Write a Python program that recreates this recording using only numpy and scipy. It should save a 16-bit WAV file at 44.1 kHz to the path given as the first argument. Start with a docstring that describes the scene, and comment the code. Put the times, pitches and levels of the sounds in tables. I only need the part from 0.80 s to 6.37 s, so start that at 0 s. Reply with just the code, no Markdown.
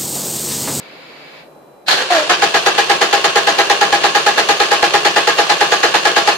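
"""A four-cylinder engine is cranked on its starter for a compression test, bonnet open, in a garage.
First the fuel pump, noise through resonances, primes and stops, while the throttle motor's sines sing faintly on.
Then the pinion slams in, as bursts of filtered noise, and the starter whirs and whines as it spins the engine up.
From then on, about nine times a second, a compression stroke loads the gears: decaying block modes knock,
partials of the tooth rate groan, and noise gated tooth by tooth rattles over the whir."""
import sys
import numpy as np
from scipy import signal
from scipy.fft import rfft, irfft
from scipy.io import wavfile
from scipy.ndimage import uniform_filter1d, minimum_filter1d

SR = 44100
rng = np.random.default_rng(int(sys.argv[2]) if len(sys.argv) > 2 else 0)


def digitize_waveform(pressure):
    """Quantize a signal to 16-bit integers and store it at the path in sys.argv[1].

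    Rows of a 2-D input are taken as channels; values are limited to [-1, 1].
    """
    field = np.atleast_2d(pressure).T
    bounded = np.clip(field, -1, 1)
    quanta = np.round(bounded * 32767).astype(np.int16)
    wavfile.write(sys.argv[1], SR, quanta)


N = 245637
TIME = np.arange(N) / SR
BINS = np.fft.rfftfreq(N, 1 / SR)
CRASH_DECAY = .012  # s, first clash of the teeth


def gain_of(db):
    """Level law: decibels to an amplitude ratio."""
    return 10 ** (np.asarray(db) / 20)


def evened(x):
    """Normalisation: scales to an rms of 1."""
    return x / np.sqrt(np.mean(x ** 2) + 1e-20)


def read(points, hz):
    """Spectral envelope: interpolates a table on a log-frequency axis."""
    f, value = np.transpose(points)
    return np.interp(np.log(hz + 1), np.log(f + 1), value)


def curve(rows):
    """Temporal envelope: interpolates a time table at every sample."""
    times, values = np.transpose(rows)
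    return np.interp(TIME, times, values)


def add(mix, s, sound):
    """Superposition: mixes a sound in at time s."""
    part = mix[round(s * SR):][:len(sound)]
    part += sound[:len(part)]


def swell(t, rise):
    """Gradual onset: a smooth step from 0 to 1."""
    return np.sin(np.pi / 2 * np.clip(t / rise, 0, 1)) ** 2


def wander(size, width):
    """Random modulation: smooth chance of rms 1 that changes over about width points."""
    rough = uniform_filter1d(rng.standard_normal(size), width)
    return evened(uniform_filter1d(rough, width))


# Correlation of the noise in the two channels: (frequency [Hz], likeness [-1..1])
CHANNEL_LIKENESS = [(50, 0), (150, 0.9), (700, 0.5), (1150, 0.16), (1800, 0.23), (2600, 0), (14000, 0)]


def hiss(colour, peaks=(), gate=1, ripple_db=0):
    """Source-filter principle: gated noise excites a resonant body, partly alike in the two channels."""
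    a, b = rfft(rng.standard_normal((2, N)) * gate)
    same = np.clip(read(CHANNEL_LIKENESS, BINS), -1, 1)
    pair = np.array([a, same * a + np.sqrt(1 - same ** 2) * b])
    db = read(colour, BINS)
    for hz, width, peak_db in peaks:
        db = db + peak_db / (1 + ((BINS - hz) * 2 / width) ** 2)
    db = db + ripple_db * wander(len(BINS), width=170) * swell(BINS, 1300)  # countless small modes
    # minimum phase: the body rings after each blow, not before
    cepstrum = irfft(np.log(evened(gain_of(db))), N) * (1 + np.sign(N / 2 - np.arange(N)))
    cepstrum[0] /= 2
    return irfft(pair * np.exp(rfft(cepstrum)), N)


# Spectrum of the still garage: (frequency [Hz], relative level [dB])
AIR_COLOUR = [(25, -35), (55, -8), (100, -23), (148, -0.5), (190, -8), (280, -2), (420, -2), (530, 1),
              (780, -4.5), (1050, -8.5), (1700, -19.5), (2600, -25.5), (6000, -33), (14000, -31.5)]


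def garage_air(level_db=-41.5):
    """Broadband noise: the garage's own murmur of air, drifting slightly in level."""
    drift_db = curve([(0, -0.5), (.75, 0), (1, -2.5)])
    return gain_of(level_db + drift_db) * hiss(AIR_COLOUR)


# Reverberation time of the garage: (frequency [Hz], t60 [s])
GARAGE_T60 = [(150, 0.3), (1000, 0.26), (4000, 0.74), (12000, 0.43)]


def garage(x, gap=0.0042):
    """Reverberation: sparse reflections off bonnet and walls, each band dying at its own speed."""
    count = SR // 2
    signs = rng.choice([-1., 1.], (2, count))
    taps = signs * (rng.random((2, count)) < .05) * (TIME[:count] > gap)
    hz, t, z = signal.stft(taps, SR, nperseg=256)
    decay_db = -60 * t / read(GARAGE_T60, hz)[:, None]
    tail = signal.istft(z * gain_of(decay_db), SR, nperseg=256)[1]
    return signal.fftconvolve(x[None], tail / np.linalg.norm(tail[0]), axes=1)[:, :N]


# Odd partials of the throttle motor's drive: (frequency [Hz], rms level [dB])
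THROTTLE_PARTIALS = [(2400, -71), (4000, -68.5), (8800, -85)]


def throttle_motor():
    """Additive synthesis: steady odd partials of the motor's drive."""
    return sum(gain_of(db) * np.sqrt(2) * np.sin(2 * np.pi * hz * TIME) for hz, db in THROTTLE_PARTIALS)


# Fuel rushing through the rail: (frequency [Hz], relative level [dB])
PUMP_COLOUR = [(150, -37), (500, -9), (1400, -5), (2300, -3.5), (3000, -7), (4400, -9), (5130, -15.5),
               (5400, -26), (7200, -22), (8200, -50), (14000, -51)]
# Its resonances: (frequency [Hz], width [Hz], height [dB])
PUMP_RESONANCES = [(2280, 81, 8.8), (2630, 70, 7.4), (3700, 62, 3.7), (4080, 41, 9.7), (4600, 30, 13),
                   (4900, 45, 4.9), (5100, 67, 10)]


def fuel_pump(level_db=-39.5, stop_s=.61, fall_db_per_s=251):
    """Flow noise: fuel rushes through a resonant rail, then dies away exponentially once the pump cuts out."""
    fall_db = fall_db_per_s * np.maximum(TIME - stop_s, 0)
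    return gain_of(level_db - fall_db) * hiss(PUMP_COLOUR, PUMP_RESONANCES)


# Solenoid throwing the pinion in: (time [s], level [dB], decay [s])
PINION_BLOWS = [(1.081, -3.5, 0.012), (1.107, -9.5, 0.059)]
# Spectrum of those blows: (frequency [Hz], relative level [dB])
BLOW_COLOUR = [(59, -50), (100, -21), (360, -11), (443, -18), (670, -3), (841, 2), (1120, -21), (1250, -4),
               (1700, 3), (2180, -6), (4310, 3), (5410, -11), (14000, -27.5)]


def solenoid():
    """Impact excitation: the pinion hits the ring gear, then the motor snatches it."""
    t, blows = np.arange(SR // 4) / SR, np.zeros(N)
    for s, db, decay in PINION_BLOWS:
        add(blows, s, gain_of(db) * swell(t, 0.0027) * np.exp(-t / decay))
    slide = gain_of(curve([(1.05, -92), (1.066, -31), (1.08, -20), (1.09, -107)]))  # the plunger's travel
    return hiss(BLOW_COLOUR, gate=blows + slide, ripple_db=2.5)


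# Brushes and reduction gears of the starter: (frequency [Hz], relative level [dB])
WHIR_COLOUR = [(40, -37), (90, -20), (145, -7), (250, -12.5), (390, 5.5), (600, 3), (1500, -3.5),
               (1950, -5), (3000, 1), (4400, -2.5), (5300, -7.5), (7500, -14.5), (10500, -23.5),
               (14500, -57)]
# Their resonances: (frequency [Hz], width [Hz], height [dB])
WHIR_RESONANCES = [(1110, 70, 7), (1590, 60, 6), (1715, 50, 7), (2750, 170, 6), (4230, 60, 3),
                   (7870, 40, 8), (9500, 500, 4)]
# Mean level of the whir, about which it flutters: (time [s], level [dB])
WHIR_LEVEL = [(1.07, -90), (1.11, -17.5), (1.2, -23), (1.29, -23), (1.48, -21.5), (5.57, -21)]


def starter(flutter_db=2.0):
    """Friction noise: the motor's own whir, which carries on between the strokes."""
    flutter = evened(uniform_filter1d(rng.standard_normal(N), 150))
    level = gain_of(curve(WHIR_LEVEL) + flutter_db * flutter) * swell(TIME[-1] - TIME, 0.021)
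    return hiss(WHIR_COLOUR, WHIR_RESONANCES, level, ripple_db=1.5)


def stroke_times(count=36, first_s=1.499, strokes_per_s=8.743, creep_per_s=.0083,
                 sluggish_per_s=.706, settle_strokes=3.36):
    """Rotational inertia: the crank catches up exponentially, then creeps faster; a compression each half turn."""
    n = np.arange(count - 1)
    # the creep is gained with each stroke; the shortfall fades over about settle_strokes
    rate = strokes_per_s + creep_per_s * n - sluggish_per_s * np.exp(-n / settle_strokes)
    return first_s + np.append(0, np.cumsum(1 / rate))


# The cylinders in firing order, relative levels: (knock [dB], groan [dB], low pulse [dB])
CYLINDER_LEVELS = [(1, -14.5, -37), (3, -12.5, -37), (3.5, -16, -34), (2.8, -12.5, -29)]


def strokes():
    """Periodic excitation: the cylinders take turns, giving rows of (s, knock dB, groan dB, low pulse dB)."""
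    return [(s, *CYLINDER_LEVELS[n % len(CYLINDER_LEVELS)]) for n, s in enumerate(stroke_times())]


# Loads while the engine gets moving (snatch, spin-up, first compression):
# (time [s], rise [s], hold [s], decay [s], relative groan level [dB], relative rattle level [dB])
EARLY_LOADS = [(1.081, 0.019, .004, 0.032, -30.5, -18.5), (1.14, 0.064, 0.017, 0.024, -27.5, -24),
               (1.3, 0.0069, 0.077, 0.041, -14, -19)]


def slow_load():
    """Load envelope: strength of groan and of rattle as each early load rises, holds and dies away."""
    total = np.zeros((2, N))
    for s, rise, hold, decay, groan_db, rattle_db in EARLY_LOADS:
        fall = np.exp(-np.maximum(TIME - s - rise - hold, 0) / decay)
        total += gain_of([[groan_db], [rattle_db]]) * swell(TIME - s, rise) * fall
    return total


def tooth_tone(hz, partials, rough, scatter_db):
    """Gear-mesh tone: partials of a tooth rate; uneven teeth make each one slip in phase and size."""
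    angle = 2 * np.pi * np.cumsum(hz) / SR
    slip = rough * wander(len(hz), width=170)
    tone = np.zeros(len(hz))
    for k, db in partials:
        level = gain_of(db + scatter_db * wander(len(hz), width=300))
        tone += level * np.sin(k * (angle + slip))
    return evened(tone)


# Rate at which pinion teeth meet the ring gear under load: (time [s], rate [Hz])
TOOTH_RATE = [(1.08, 170), (1.18, 242), (1.285, 270), (1.305, 358), (1.34, 350), (1.38, 312), (1.44, 295),
              (1.495, 363), (1.62, 408), (2.3, 412), (5.57, 421)]
# Partials of the commutator rate: (multiple [1], relative level [dB])
COMMUTATOR_PARTIALS = [(.18, -7), (.43, -1), (.68, -4), (1, -6), (1.5, -19), (2, -15)]


def whine(slowest=0.22, swing=.045, bars_per_tooth=15.05, level_db=-31.5, db_per_octave=30):
    """Frequency modulation: every stroke drags the geared armature down and it speeds up before the next."""
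    times, mesh = stroke_times(), curve(TOOTH_RATE)
    stroke = np.interp(TIME, times, np.arange(len(times)))
    speed = 1 - swing * np.cos(2 * np.pi * (stroke - slowest))  # swing: share of the mean speed
    growth_db = db_per_octave * np.log2(mesh / mesh[-1])
    level = gain_of(level_db + growth_db) * swell(TIME - TOOTH_RATE[0][0], .06)
    bar_hz = bars_per_tooth * mesh * speed
    tone = level * tooth_tone(bar_hz, COMMUTATOR_PARTIALS, rough=.55, scatter_db=3.5)
    return .7 * (tone + garage(tone))


def low_pulse(scatter_db=8):
    """Amplitude-gated noise: a low-frequency noise pulse at each stroke, of uneven strength."""
    gate, shape = np.zeros(N), np.hanning(int(.036 * SR))
    for s, *_, low_pulse_db in strokes():
        add(gate, s - .01, gain_of(low_pulse_db + scatter_db * rng.uniform(-1, 1)) * shape)
    return gate * hiss([(15, 3), (40, 3), (110, -5), (250, -18), (600, -60)])


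# Gears chattering as the piston goes over the top: (frequency [Hz], relative level [dB])
CHATTER_COLOUR = [(60, -48.5), (115, -24), (150, -6.5), (200, -8.5), (260, -18), (450, 0.5), (580, -12),
                  (950, -8.5), (1250, -4), (1700, -14), (2000, -14.5), (3000, -5), (6000, -17),
                  (14000, -64)]
# Their resonances: (frequency [Hz], width [Hz], height [dB])
CHATTER_RESONANCES = [(1195, 26, 13), (1242, 16, 7.7), (1500, 77, 5.4), (1553, 50, 14.2), (1980, 45, 3.2),
                      (2540, 45, 9)]


def chatter(level_db=-20.3, delay=0.013, length=0.063, scatter_db=1.0, first_top=1.5, first_db=-18):
    """Load reversal: past the top the squeezed air pushes the piston on, and the unloaded teeth chatter."""
    slack, burst = np.zeros(N), np.hanning(int(length * SR))
    add(slack, first_top, gain_of(first_db) * burst)
    for s in stroke_times():
        add(slack, s + delay, gain_of(level_db + scatter_db * rng.standard_normal()) * burst)
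    return hiss(CHATTER_COLOUR, CHATTER_RESONANCES, slack, ripple_db=3.5)


# Clatter of loaded teeth: (frequency [Hz], relative level [dB])
RATTLE_COLOUR = [(60, -41), (240, -24.5), (400, -6.5), (600, 0.5), (950, 2.5), (1100, 1.5), (1600, 1),
                 (2200, -2), (2900, -2.5), (4400, -2.5), (5200, -10), (7800, -17.5), (10500, -23.5),
                 (14500, -31.5)]
# Its resonances: (frequency [Hz], width [Hz], height [dB])
RATTLE_RESONANCES = [(942, 28, -7), (1290, 100, 8), (1330, 51.5, -11), (1683, 51, 8.5), (1976, 110, 6),
                     (2080, 230, -1.5), (2414, 30, 7.5), (6680, 110, 9)]


def rattle(level_db=-9.0, rise=0.011, lead=0.0072, linger_decay=0.036, bite=0.5, grain_db=2):
    """Amplitude modulation: every tooth lands with a burst of clatter, hardest as the load comes on."""
    t, load = np.arange(SR // 4) / SR, slow_load()[1]
    fall = np.exp(-np.maximum(t - rise, 0) / CRASH_DECAY) + np.exp(-t / linger_decay)
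    shape = .5 * swell(t, rise) * fall
    for s in stroke_times():
        add(load, s - lead, gain_of(level_db) * shape)
    turns = np.cumsum(curve(TOOTH_RATE)) / SR  # teeth passed so far
    tooth_db = grain_db * rng.standard_normal(N)[turns.astype(int)]
    teeth = evened(gain_of(tooth_db) * np.exp(-bite * (turns % 1)))
    return gain_of(6) * hiss(RATTLE_COLOUR, RATTLE_RESONANCES, load * teeth, ripple_db=2.5)


# Ring of the block and bell housing: (frequency [Hz], relative level [dB], t60 [s])
BLOCK_MODES = [(162.7, -21, 0.31), (209.9, -22.5, 0.53), (305, -6, 0.12), (344.5, -2.5, 0.2),
               (398, -6.5, 0.077), (431.7, -4, 0.12), (472.6, 10.5, 0.07), (585, -20, .06), (668, 0, 0.22),
               (722, 3.5, 0.14), (812, -1, 0.2), (870, -21, 0.089), (1086, -10.5, 0.44), (1210, -6.5, 0.21),
               (1620, 1, 0.11), (1780, -0.5, 0.059)]


def knock(level_db=-18, rise=0.0058, scatter_db=2.5):
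    """Modal synthesis: the backlash closes at each stroke and the block rings, nearly alike every time."""
    t, out = np.arange(SR // 3) / SR, np.zeros(N)
    hz, db, t60 = np.array(BLOCK_MODES).T[:, :, None]
    for s, knock_db, *_ in strokes():
        phase = rng.random(hz.shape) * swell(hz, 853)  # the low modes start in step, the high ones by chance
        modes = gain_of(db - 60 * t / t60) * np.sin(2 * np.pi * (hz * t + phase)) * swell(t, rise)
        mode_db = knock_db + level_db + scatter_db * rng.standard_normal(len(BLOCK_MODES))
        add(out, s, gain_of(mode_db) @ modes)
    return out


# Partials of the tooth rate in the slow first turn: (multiple [1], relative level [dB])
SLOW_TOOTH_PARTIALS = [(1, -13), (2, 0), (3, -27), (4, -20)]
# Partials of the tooth rate in the strokes: (multiple [1], relative level [dB])
TOOTH_PARTIALS = [(1, -8), (2, 2.2), (3, -10), (4.15, -9), (5, -20), (5.9, -19)]
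# Slow drift in the groan: (time [s], level change [dB])
GROAN_LEVEL_DRIFT = [(1.5, 1), (2.2, 0.2), (3.3, 2.3), (4.3, 1), (5.5, 1)]


def groan(sag=.033, rise=.0105, linger_decay=.04, delay=-.003, level_db=7):
    """Forced vibration: teeth pressed together hum at the mesh rate, which sags as the piston compresses its air."""
    mesh, t = curve(TOOTH_RATE), np.arange(SR // 7) / SR
    out = slow_load()[0] * tooth_tone(mesh, SLOW_TOOTH_PARTIALS, rough=.21, scatter_db=2.5)
    fall = np.exp(-np.maximum(t - rise, 0) / CRASH_DECAY) + 0.032 * np.exp(-t / linger_decay)
    load = swell(t, rise) * fall
    for s, _, groan_db, _ in strokes():
        hz = mesh[round(s * SR)] * (1 - sag * swell(t, 0.048))
        tone = tooth_tone(hz, TOOTH_PARTIALS, rough=.09, scatter_db=1.3)
        add(out, s + delay, gain_of(groan_db + level_db) * load * tone)
    return out * gain_of(curve(GROAN_LEVEL_DRIFT))


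# Balance of the engine between the channels: (frequency [Hz], left minus right [dB])
STEREO_BALANCE = [(800, 0), (1250, -0.5), (1550, -8), (1750, 2.5), (1950, -2.5), (2300, -0.5), (3300, 3),
                  (3750, 1), (4300, 0), (6000, -4), (9000, -6), (13000, -1)]


def scene(garage_db=-10):
    """Superposition: the cranking engine, heard from just above the bay."""
    background = garage_air() + throttle_motor() + fuel_pump()
    gears = groan() + knock()
    engine = gears + gain_of(garage_db) * garage(gears)
    engine = engine + solenoid() + starter() + whine() + low_pulse() + chatter() + rattle()
    lean_db = read(STEREO_BALANCE, BINS) / 2
    delay = np.exp(2j * np.pi * BINS * [[0], [-.00005]])  # s, the right port is a little farther
    ports = gain_of([lean_db, -lean_db]) * delay
    return irfft(rfft(engine) * ports, N) + background


def record(dry, ceiling=1.0, size=40, edge_hz=14650):
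    """Peak limiting: a fast limiter holds any peaks above the ceiling; then the band limit."""
    gain = minimum_filter1d(ceiling / np.maximum(abs(dry), ceiling), size=2 * size)
    held = dry * uniform_filter1d(uniform_filter1d(gain, size), size)
    low_cut = signal.butter(1, 110, "high", fs=SR, output="sos")  # gentle
    held = signal.sosfilt(low_cut, held)
    high_cut = signal.firwin(511, edge_hz, window=("kaiser", 8), fs=SR)
    return signal.oaconvolve(held, high_cut[None], "same")


dry = scene()
out = record(dry)
digitize_waveform(out)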